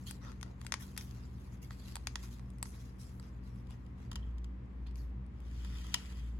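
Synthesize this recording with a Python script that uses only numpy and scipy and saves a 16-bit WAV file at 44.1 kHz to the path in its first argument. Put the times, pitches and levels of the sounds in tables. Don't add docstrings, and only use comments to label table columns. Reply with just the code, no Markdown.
import sys
import numpy as np
from scipy import signal
from scipy.fft import rfft, irfft
from scipy.io import wavfile
from scipy.ndimage import map_coordinates

SR = 44100
rng = np.random.default_rng(int(sys.argv[2]) if len(sys.argv) > 2 else 0)


def int16_out(signal):
    q = np.round(np.clip(np.atleast_2d(signal).T, -1, 1) * 32767)
    wavfile.write(sys.argv[1], SR, q.astype(np.int16))


N = 281799

# pitch in Hz, width in Hz, level in dB.
PLATE_MODES = [(500, 220, -13), (870, 200, -1), (1280, 500, -2), (2150, 750, 0), (3400, 700, -3),
               (4700, 1000, -2), (6700, 700, -4), (8200, 900, -8), (10000, 1000, -8), (11600, 800, -13),
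               (13200, 1200, -24), (14900, 600, -24)]
# pitch in Hz, width in Hz, level in dB.
CARD_MODES = [(974, 50, -3), (1135, 110, -1), (1300, 160, -11), (1915, 80, -5), (2420, 110, -7),
              (2675, 80, -3), (2950, 130, 2), (3275, 110, -1), (3572, 100, -8), (4300, 160, -10),
              (4620, 220, -6), (4930, 240, -6), (6050, 130, -11), (6595, 120, -7), (7030, 80, -12),
              (7400, 130, -11), (10020, 150, -7), (12100, 120, -12), (15200, 250, -24)]
# time in seconds, relative level in dB.
RESTLESSNESS = [(0, 8), (0.35, -6), (0.55, -14), (0.9, 1.5), (1.3, -2), (1.45, 2), (1.6, -13), (2.2, 1),
                (2.5, -8.5), (2.8, -1), (3.8, -12.5), (4.6, -15), (6.39, -27)]

MOTOR_HZ, MOTOR_START_S, IN_STEP_S = 59.08, 4.16, 5.0
ROOM_T60_S = 0.22
CUTOFF_HZ = 16000
SCATTER_DB, SCATTER_T60_S = -0.5, 0.01
NAIL_LAG_S = 0.00004
PUSH_ATTACK_SHARE, PUSH_SAG_DB_PER_S, PUSH_RELEASE_DB_PER_S = 0.42, 29.5, 276
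STROKE_START_S, STROKE_LENGTH_S, STROKE_SPEED_POWER = 5.157, 1.454, 3.1
RUB_WIDTH_SHARE, RUB_WANDER_OCTAVES, RUB_WANDERS_PER_S = 0.1, 0.045, 22
SLIDE_PATCH_DB, EDGE_PATCH_DB, PATCHES_PER_S, PATCHES_PER_OCTAVE = 2.8, 1.5, 50, 10


def from_db(db):
    return 10 ** (np.asarray(db) / 20)


def rms_one(x):
    return x / np.sqrt(np.mean(x ** 2) + 1e-20)


def seconds(size):
    return np.arange(size) / SR


def level_curve(rows):
    return from_db(np.interp(seconds(N), *np.transpose(rows), left=-140, right=-140))


def at_hz(points, hz):
    table = np.array(points)
    return np.interp(np.log(np.maximum(hz, 1)), np.log(table[:, 0]), table[:, 1])


def coloured(x, spectrum):
    gain = from_db(at_hz(spectrum, np.fft.rfftfreq(N, 1 / SR)))
    return rms_one(irfft(rfft(x) * gain, N))


def cut(x, hz, kind):
    return signal.sosfilt(signal.butter(2, hz, kind, fs=SR, output="sos"), x)


def drift(rate):
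    knots = rng.standard_normal(4000)
    return np.interp(seconds(N) * rate, np.arange(len(knots)), rms_one(knots))


def panned(x, left_db):
    return x * from_db([[left_db / 2], [-left_db / 2]])


def add(track, s, sound):
    start = round(s * SR)
    track[:, start:start + sound.shape[1]] += sound[:, :N - start]


def stereo(pair, likeness):
    alike = np.clip(at_hz(likeness, np.fft.rfftfreq(N, 1 / SR)), -1, 1)
    mid, side = rfft(pair)
    return irfft(np.sqrt(1 + alike) * mid + np.sqrt(1 - alike) * side * [[1], [-1]], N)


def resonate(x, modes):
    out = 0
    for k, (hz, width, db) in enumerate(modes):
        r = np.exp(-np.pi * width / SR)
        feed = np.array([1, 0, -1]) * (1 - r * r) / 2
        feedback = [1, -2 * r * np.cos(2 * np.pi * hz / SR), r * r]
        ring = signal.lfilter(feed, feedback, x + 1e-18)
        out = out + (-1) ** k * ring * from_db(db)
    return out


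def contact(lag_s):
    t = seconds(size=6000)
    scatter = rng.standard_normal((2, len(t))) * from_db(-60 * t / SCATTER_T60_S)
    hit = from_db(SCATTER_DB) * rms_one(scatter) / np.sqrt(len(t))
    hit[[0, 1], [0, round(abs(lag_s) * SR)]] += 1
    return hit


def dispersed(bounce, longest_s):
    hit = signal.unit_impulse(6000)
    for delay in (rng.uniform(.3, 1, 3) * longest_s * SR).astype(int):
        loop = np.r_[1, np.zeros(delay), bounce]
        hit = signal.lfilter(loop[::-1], loop, hit)
    return hit[None]


def friction(per_s, grain_db, smooth_db):
    sizes = from_db(grain_db * np.minimum(rng.exponential(1, N), 2.8))
    slips = (rng.random(N) < per_s / SR) * sizes
    grains = rms_one(slips * rng.standard_normal((2, N)))
    return grains + from_db(smooth_db) * rng.standard_normal((2, N))


def rubbed(pair, colour, resonances, patch_db):
    hz, t, cells = signal.stft(pair, SR, nperseg=384)
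    power = 1
    for centre, height_db in resonances:
        path = np.interp(t * RUB_WANDERS_PER_S, np.arange(400), rng.standard_normal(400))
        detune = hz[:, None] / (centre * 2 ** (RUB_WANDER_OCTAVES * path)) - 1
        power = power + from_db(height_db) ** 2 / (1 + (2 * detune / RUB_WIDTH_SHARE) ** 2)
    octaves = np.log2(1 + hz / 100)
    places = np.meshgrid(octaves * PATCHES_PER_OCTAVE, t * PATCHES_PER_S, indexing="ij")
    patches = map_coordinates(rng.standard_normal((64, 400)), places, order=1)
    gain = np.sqrt(power) * from_db(at_hz(colour, hz)[:, None] + patch_db * rms_one(patches))
    return rms_one(signal.istft(cells * gain, SR)[1][:, :pair.shape[1]])


def radiated(x):
    # pitch in Hz, left minus right in dB.
    balance = [(700, -9), (1290, -3), (2380, 2.5), (4400, 6), (8120, -2.5), (15000, 1.5)]
    # pitch in Hz, lead in radians.
    phase = [(0, 1), (340, 3.5), (1120, 4.5), (3100, 10.5), (4820, 19), (5250, 23.5), (7580, 17.5),
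             (8180, 16.5), (9560, 16), (10400, 12), (11600, 11), (13800, 10.5), (14600, 11), (16500, 5)]
    hz = np.fft.rfftfreq(N, 1 / SR)
    left_db = at_hz(balance, hz)
    lead = np.interp(hz, *np.transpose(phase))
    gain = from_db([left_db / 2, -left_db / 2])
    return irfft(rfft(x) * gain * np.exp(np.array([lead, -lead]) * 1j / 2), N)


def room_air(level_db):
    # pitch in Hz, relative level in dB per Hz.
    spectrum = [(25, -18), (38, -6), (48, -6), (65, -1), (95, -7.5), (128, 2), (168, -8.5), (186, -1.5),
                (222, -9.5), (262, -9.5), (305, -10), (380, -15.5), (650, -24.5), (1100, -22.5),
                (1450, -29), (1950, -29), (3100, -39), (4000, -44), (8000, -56.5), (15000, -76.5)]
    # pitch in Hz, likeness from -1 to 1.
    likeness = [(60, 0.64), (130, 1), (290, 0.59), (640, 0.0098), (1400, 0.012), (15000, 0.15)]
    air = stereo(rng.standard_normal((2, N)), likeness)
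    return panned(coloured(air, spectrum), left_db=2.5) * from_db(level_db)


def motors(hum_db, motor_db, jolt_db, waver_db):
    # pitch in Hz, relative level in dB before the last motor starts,
    # relative level in dB after.
    tones = [(57.57, -48.5, -47), (76.07, -51, -51), (114.1, -55, -55), (119.6, -49.5, -56.5),
             (190.1, -52.5, -53.5), (239.8, -58.5, -58.5), (278.2, -65, -65), (359.4, -73, -71),
             (470.3, -75, -75)]
    # time in seconds, change in dB.
    slowest_swell = [(0, 2), (1.0, 1), (2.2, 5), (3.2, 5), (4.1, 2.5), (6.4, 3.5)]
    t = seconds(N)
    running = np.clip((t - MOTOR_START_S) / 0.082 + .5, 0, 1)
    out = from_db(motor_db) * running * np.sin(2 * np.pi * MOTOR_HZ * (t - IN_STEP_S))
    for k, (hz, before_db, after_db) in enumerate(tones):
        db = before_db + (after_db - before_db) * running + hum_db + waver_db * drift(rate=3.8)
        swell = level_curve(slowest_swell) if k == 0 else 1
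        out = out + swell * from_db(db) * np.sin(2 * np.pi * hz * (t - IN_STEP_S))
    thump = rms_one(cut(rng.standard_normal(N), [55, 140], "band"))
    jolt = thump * np.exp(-((t - MOTOR_START_S) / 0.12) ** 2)
    return panned(np.sqrt(2) * out + from_db(jolt_db) * jolt, left_db=0.6)


def room(x, early_db, early_t60, late_db, wall_hz):
    t = seconds(size=24000)
    early, late = rng.standard_normal((2, 2, len(t))) * np.clip(t / 0.00098, 0, 1)
    early = rms_one(early * from_db(-60 * t / early_t60))
    late = rms_one(cut(late, wall_hz, "low") * from_db(-60 * t / ROOM_T60_S))
    response = (from_db(early_db) * early + from_db(late_db) * late) / np.sqrt(len(t))
    return signal.fftconvolve(x, response, axes=1)[:, :N]


def grazes(per_s, level_db):
    strength = rng.uniform(0.13, 1, N) * level_curve(RESTLESSNESS) * from_db(level_db)
    touches = (rng.random(N) < per_s / SR) * strength
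    tick = cut(resonate(contact(NAIL_LAG_S), PLATE_MODES), 2500, "high")
    return signal.fftconvolve(touches[None], tick, axes=1)[:, :N]


def push_envelope(t, length):
    fall_db = PUSH_SAG_DB_PER_S * t + PUSH_RELEASE_DB_PER_S * np.maximum(t - length, 0)
    return np.minimum(t / (PUSH_ATTACK_SHARE * length), 1) * from_db(-fall_db)


def sliding(level_db, second_db, creep_db):
    # start in seconds, length in seconds, level in dB, tilt in dB per octave,
    # main resonance in Hz, second resonance in Hz, resonance height in dB (second_db shifts the second).
    pushes = [(0.059, 0.03, -50.5, 2, 4260, 3020, 9), (0.203, 0.093, -57, -6, 1320, 1850, 15),
              (0.208, 0.11, -62, -5.5, 6030, 4730, 15), (0.434, 0.078, -60, -5.5, 517, 750, 19),
              (0.577, 0.11, -68, -2, 4200, 11000, 0), (0.789, 0.048, -55, -0.5, 14400, 10900, 9),
              (0.972, 0.014, -50, -1, 3440, 5800, 7), (0.997, 0.045, -61.5, 11.5, 4870, 3540, 11),
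              (1.08, 0.067, -70, -4, 11500, 4500, 4), (1.138, 0.12, -64.5, -6.5, 4560, 6950, 9),
              (1.507, 0.042, -69.5, -1.5, 7100, 11500, -5), (1.615, 0.022, -61, 0.5, 13000, 12000, 6),
              (1.70, 0.038, -60.5, -2, 4450, 11500, -1), (1.761, 0.094, -64.5, -1, 4500, 10800, 7),
              (1.847, 0.082, -61.5, -1.5, 11500, 3800, 5), (1.876, 0.01, -64.5, -1, 4900, 3900, 21),
              (2.173, 0.063, -62.5, -2.5, 4400, 1910, -5), (2.222, 0.029, -59, 0.5, 4700, 6000, -1),
              (2.3, 0.041, -63, 1.5, 4300, 3400, 9), (2.647, 0.052, -63, 2, 9600, 10600, 20),
              (2.65, 0.006, -61, -1, 5750, 6500, 24), (2.72, 0.037, -64, -2, 5500, 10500, -3),
              (2.786, 0.03, -65.5, 0.5, 5560, 4000, 2), (2.848, 0.038, -70, -1.5, 10400, 6500, 0),
              (2.981, 0.055, -59, 1, 8900, 5500, 14), (3.06, 0.04, -73, 2, 5400, 9400, 5),
              (3.12, 0.059, -77, 13, 10600, 7500, 6), (3.205, 0.068, -65, -4, 6230, 10600, -2),
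              (3.422, 0.058, -71, -2.5, 5000, 11000, 4), (3.523, 0.076, -75.5, 0, 5000, 10900, 2),
              (3.682, 0.048, -62, -4.5, 1260, 4570, -8), (3.958, 0.092, -64.5, -4.5, 7600, 4750, 5),
              (4.13, 0.16, -65, -5.5, 3150, 1190, 13), (4.862, 0.007, -60.5, -6.5, 3340, 4430, 16),
              (4.941, 0.095, -67, 0, 12500, 4860, 7), (5.942, 0.014, -52.5, -6, 2500, 6000, -4)]
    # pitch in Hz, relative level in dB per Hz.
    slide_colour = [(250, -3), (500, -6.5), (1000, 2), (2000, 1), (3200, 0.5), (4800, 2), (7000, -0.5),
                    (9000, -0.5), (11800, 0), (13500, -6), (15500, -11)]
    # pitch in Hz, likeness, limited to between -1 and 1 when used.
    likeness = [(1000, -0.094), (3500, 0.2), (5500, -0.24), (7000, 0.64), (9200, -1.35), (11300, 1),
                (13500, -1.8), (15500, 0.6)]
    rub = stereo(friction(per_s=1400, grain_db=3.6, smooth_db=-1.0), likeness)
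    creep = level_curve(RESTLESSNESS) * from_db(creep_db + 2.0 * drift(rate=8.8))
    out = rubbed(rub, slide_colour, [], SLIDE_PATCH_DB) * creep
    for s, length, db, tilt_db, main_hz, second_hz, height_db in pushes:
        piece = rub[:, round(s * SR):][:, :SR // 2]
        colour = [(hz, colour_db + tilt_db * np.log2(hz)) for hz, colour_db in slide_colour]
        resonances = [(main_hz, height_db), (second_hz, height_db + second_db)]
        sound = rubbed(piece, colour, resonances, SLIDE_PATCH_DB)
        envelope = push_envelope(seconds(piece.shape[1]), length)
        add(out, s, sound * envelope * from_db(db + level_db))
    return panned(out, left_db=1.0)


def card_stroke(level_db, ring_db, flutter_db, spread_db):
    # pitch in Hz, relative level in dB per Hz.
    edge_hiss = [(600, -26), (1000, -8.5), (1450, -7), (1900, -4.5), (2400, -5), (3100, -8), (4000, -9.5),
                 (4900, -8.5), (7500, -10), (9000, -16), (11800, -13.5), (13300, -25), (16000, -30)]
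    # pitch in Hz, height in dB.
    edge_resonances = [(1200, 8), (3100, 8.5), (4900, 0)]
    speed = np.sin(np.pi * np.clip((seconds(N) - STROKE_START_S) / STROKE_LENGTH_S, 0, 1))
    centre, ends = friction(per_s=1800, grain_db=3.2, smooth_db=1.0)
    rub = centre + from_db(spread_db) * np.array([ends, -ends])
    rasp = rubbed(rub, edge_hiss, edge_resonances, EDGE_PATCH_DB)
    sound = rasp + from_db(ring_db) * rms_one(resonate(rub, CARD_MODES))
    loudness = np.abs(speed) ** STROKE_SPEED_POWER * from_db(level_db + flutter_db * drift(rate=60))
    return radiated(rms_one(sound)) * loudness


def card_catches(level_db, low_hz):
    # time in seconds, relative level in dB, free ringing in dB, extra body in dB.
    catches = [(3.6707, -66.5, -6, 3), (3.864, -67, 3, 0), (4.1152, -44.5, -7, 8), (4.13, -52, -7, 5),
               (4.1569, -41, -5, 4), (4.3825, -62, -6, -6), (4.444, -56, -17, 3), (4.8696, -64, -6.5, 0),
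               (5.5124, -65, 1.5, 0), (5.6474, -51, -2, 7), (5.77, -56, -4, 2), (5.843, -55.5, -7, 9),
               (5.9363, -62, -26, 0), (5.9422, -24.5, -5, -2), (5.961, -55, -8, 4)]
    # pitch in Hz, width in Hz, level in dB before extra body.
    crack = [(1124, 210, 7.5), (2140, 890, -1.5), (2900, 810, 5.5), (4870, 1450, 1), (6500, 1400, 2),
             (8600, 1900, -6), (10350, 440, -3.5), (12900, 930, -12.5)]
    out = np.zeros((2, N))
    for s, db, ring_db, body_db in catches:
        hit = dispersed(bounce=0.77, longest_s=0.0005)
        modes = np.array(crack, float)
        modes[0, 2] += body_db
        ringing = rms_one(resonate(hit, CARD_MODES))
        sound = rms_one(resonate(hit, modes)) + from_db(ring_db) * ringing
        add(out, s, rms_one(sound) * from_db(db + level_db))
    return radiated(cut(out, low_hz, "high"))


def taps(level_db, spot_db):
    # time in seconds, relative level in dB, body in dB,
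    # edge in dB (both against the middle), left minus right in dB.
    touches = [(0.1099, -43.5, -6.5, 3, 9), (0.318, -60.5, -2, -8, 12), (0.4123, -55.5, -30, -4, 12),
               (0.4292, -43.5, -2, -7.5, 9), (0.6145, -52, -3, -3, 8), (0.6487, -54, 10, 2, -1),
               (0.6657, -44.5, -7.5, -3, 8), (0.722, -32, -6.5, -10.5, 7), (0.74, -32.5, -3, -11.5, 3),
               (0.9653, -52, -3, -9, 2), (0.9768, -39.5, -42, 1, 9.5), (1.0108, -51.5, -30, -23, 9),
               (1.1104, -61, -11, -9, 12), (1.7077, -48, 5, -30, 1), (1.9558, -39, -2, 1, 0.5),
               (1.9665, -44.5, 1, -3, 0), (2.071, -34, -7.5, -9.5, 1.5), (2.1565, -35.5, -4.5, -11.5, -1.5),
               (2.395, -59, -1, -7, -1), (2.503, -63.5, -18, 5, 7), (2.5847, -62.5, -21, 4.5, 5.5),
               (2.6277, -34.5, -1, 5.5, 1.5), (2.6561, -57.5, 0, -13, -18), (2.684, -67, -20, 12, -2),
               (3.198, -53.5, 2, -2, 0), (3.7074, -64.5, 1.5, -2, 13), (4.911, -69, -20, -4, 1),
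               (4.9571, -59.5, -24, -6, 6), (5.264, -74, -12, -1, 8), (5.403, -65.5, -18, 0, 1)]
    out = np.zeros((2, N))
    for s, db, body_db, edge_db, left_db in touches:
        hit = contact(NAIL_LAG_S)
        modes = np.array(PLATE_MODES, float)
        modes[:, 2] += spot_db * rng.standard_normal(len(modes))
        low, high = modes[:, 0] < 1500, modes[:, 0] > 7500
        body = rms_one(resonate(hit, modes[low]))
        middle = rms_one(resonate(hit, modes[~low & ~high]))
        edge = rms_one(resonate(hit, modes[high]))
        knock = from_db(body_db) * body - middle - from_db(edge_db) * edge
        add(out, s, panned(rms_one(knock), left_db) * from_db(db + level_db))
    return out


def scene():
    air = room_air(level_db=-53.5)
    hum = motors(hum_db=-5.0, motor_db=-43.0, jolt_db=-47.0, waver_db=1.5)
    brushes = grazes(per_s=4.8, level_db=-44.0)
    rubbing = sliding(level_db=0.0, second_db=-3.0, creep_db=-73.0)
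    stroke = card_stroke(level_db=-58.0, ring_db=-23.0, flutter_db=1.2, spread_db=-7.5)
    clicks = taps(level_db=-15.0, spot_db=-0.5) + card_catches(level_db=-15.0, low_hz=800)
    hands = clicks + rubbing + stroke + brushes
    echoes = room(hands, early_db=-10.5, early_t60=0.029, late_db=-17.0, wall_hz=8800)
    return hands + echoes + hum + air


def record(dry):
    return signal.sosfilt(signal.ellip(10, .2, 80, CUTOFF_HZ, fs=SR, output="sos"), dry)


dry = scene()
out = record(dry)
int16_out(out)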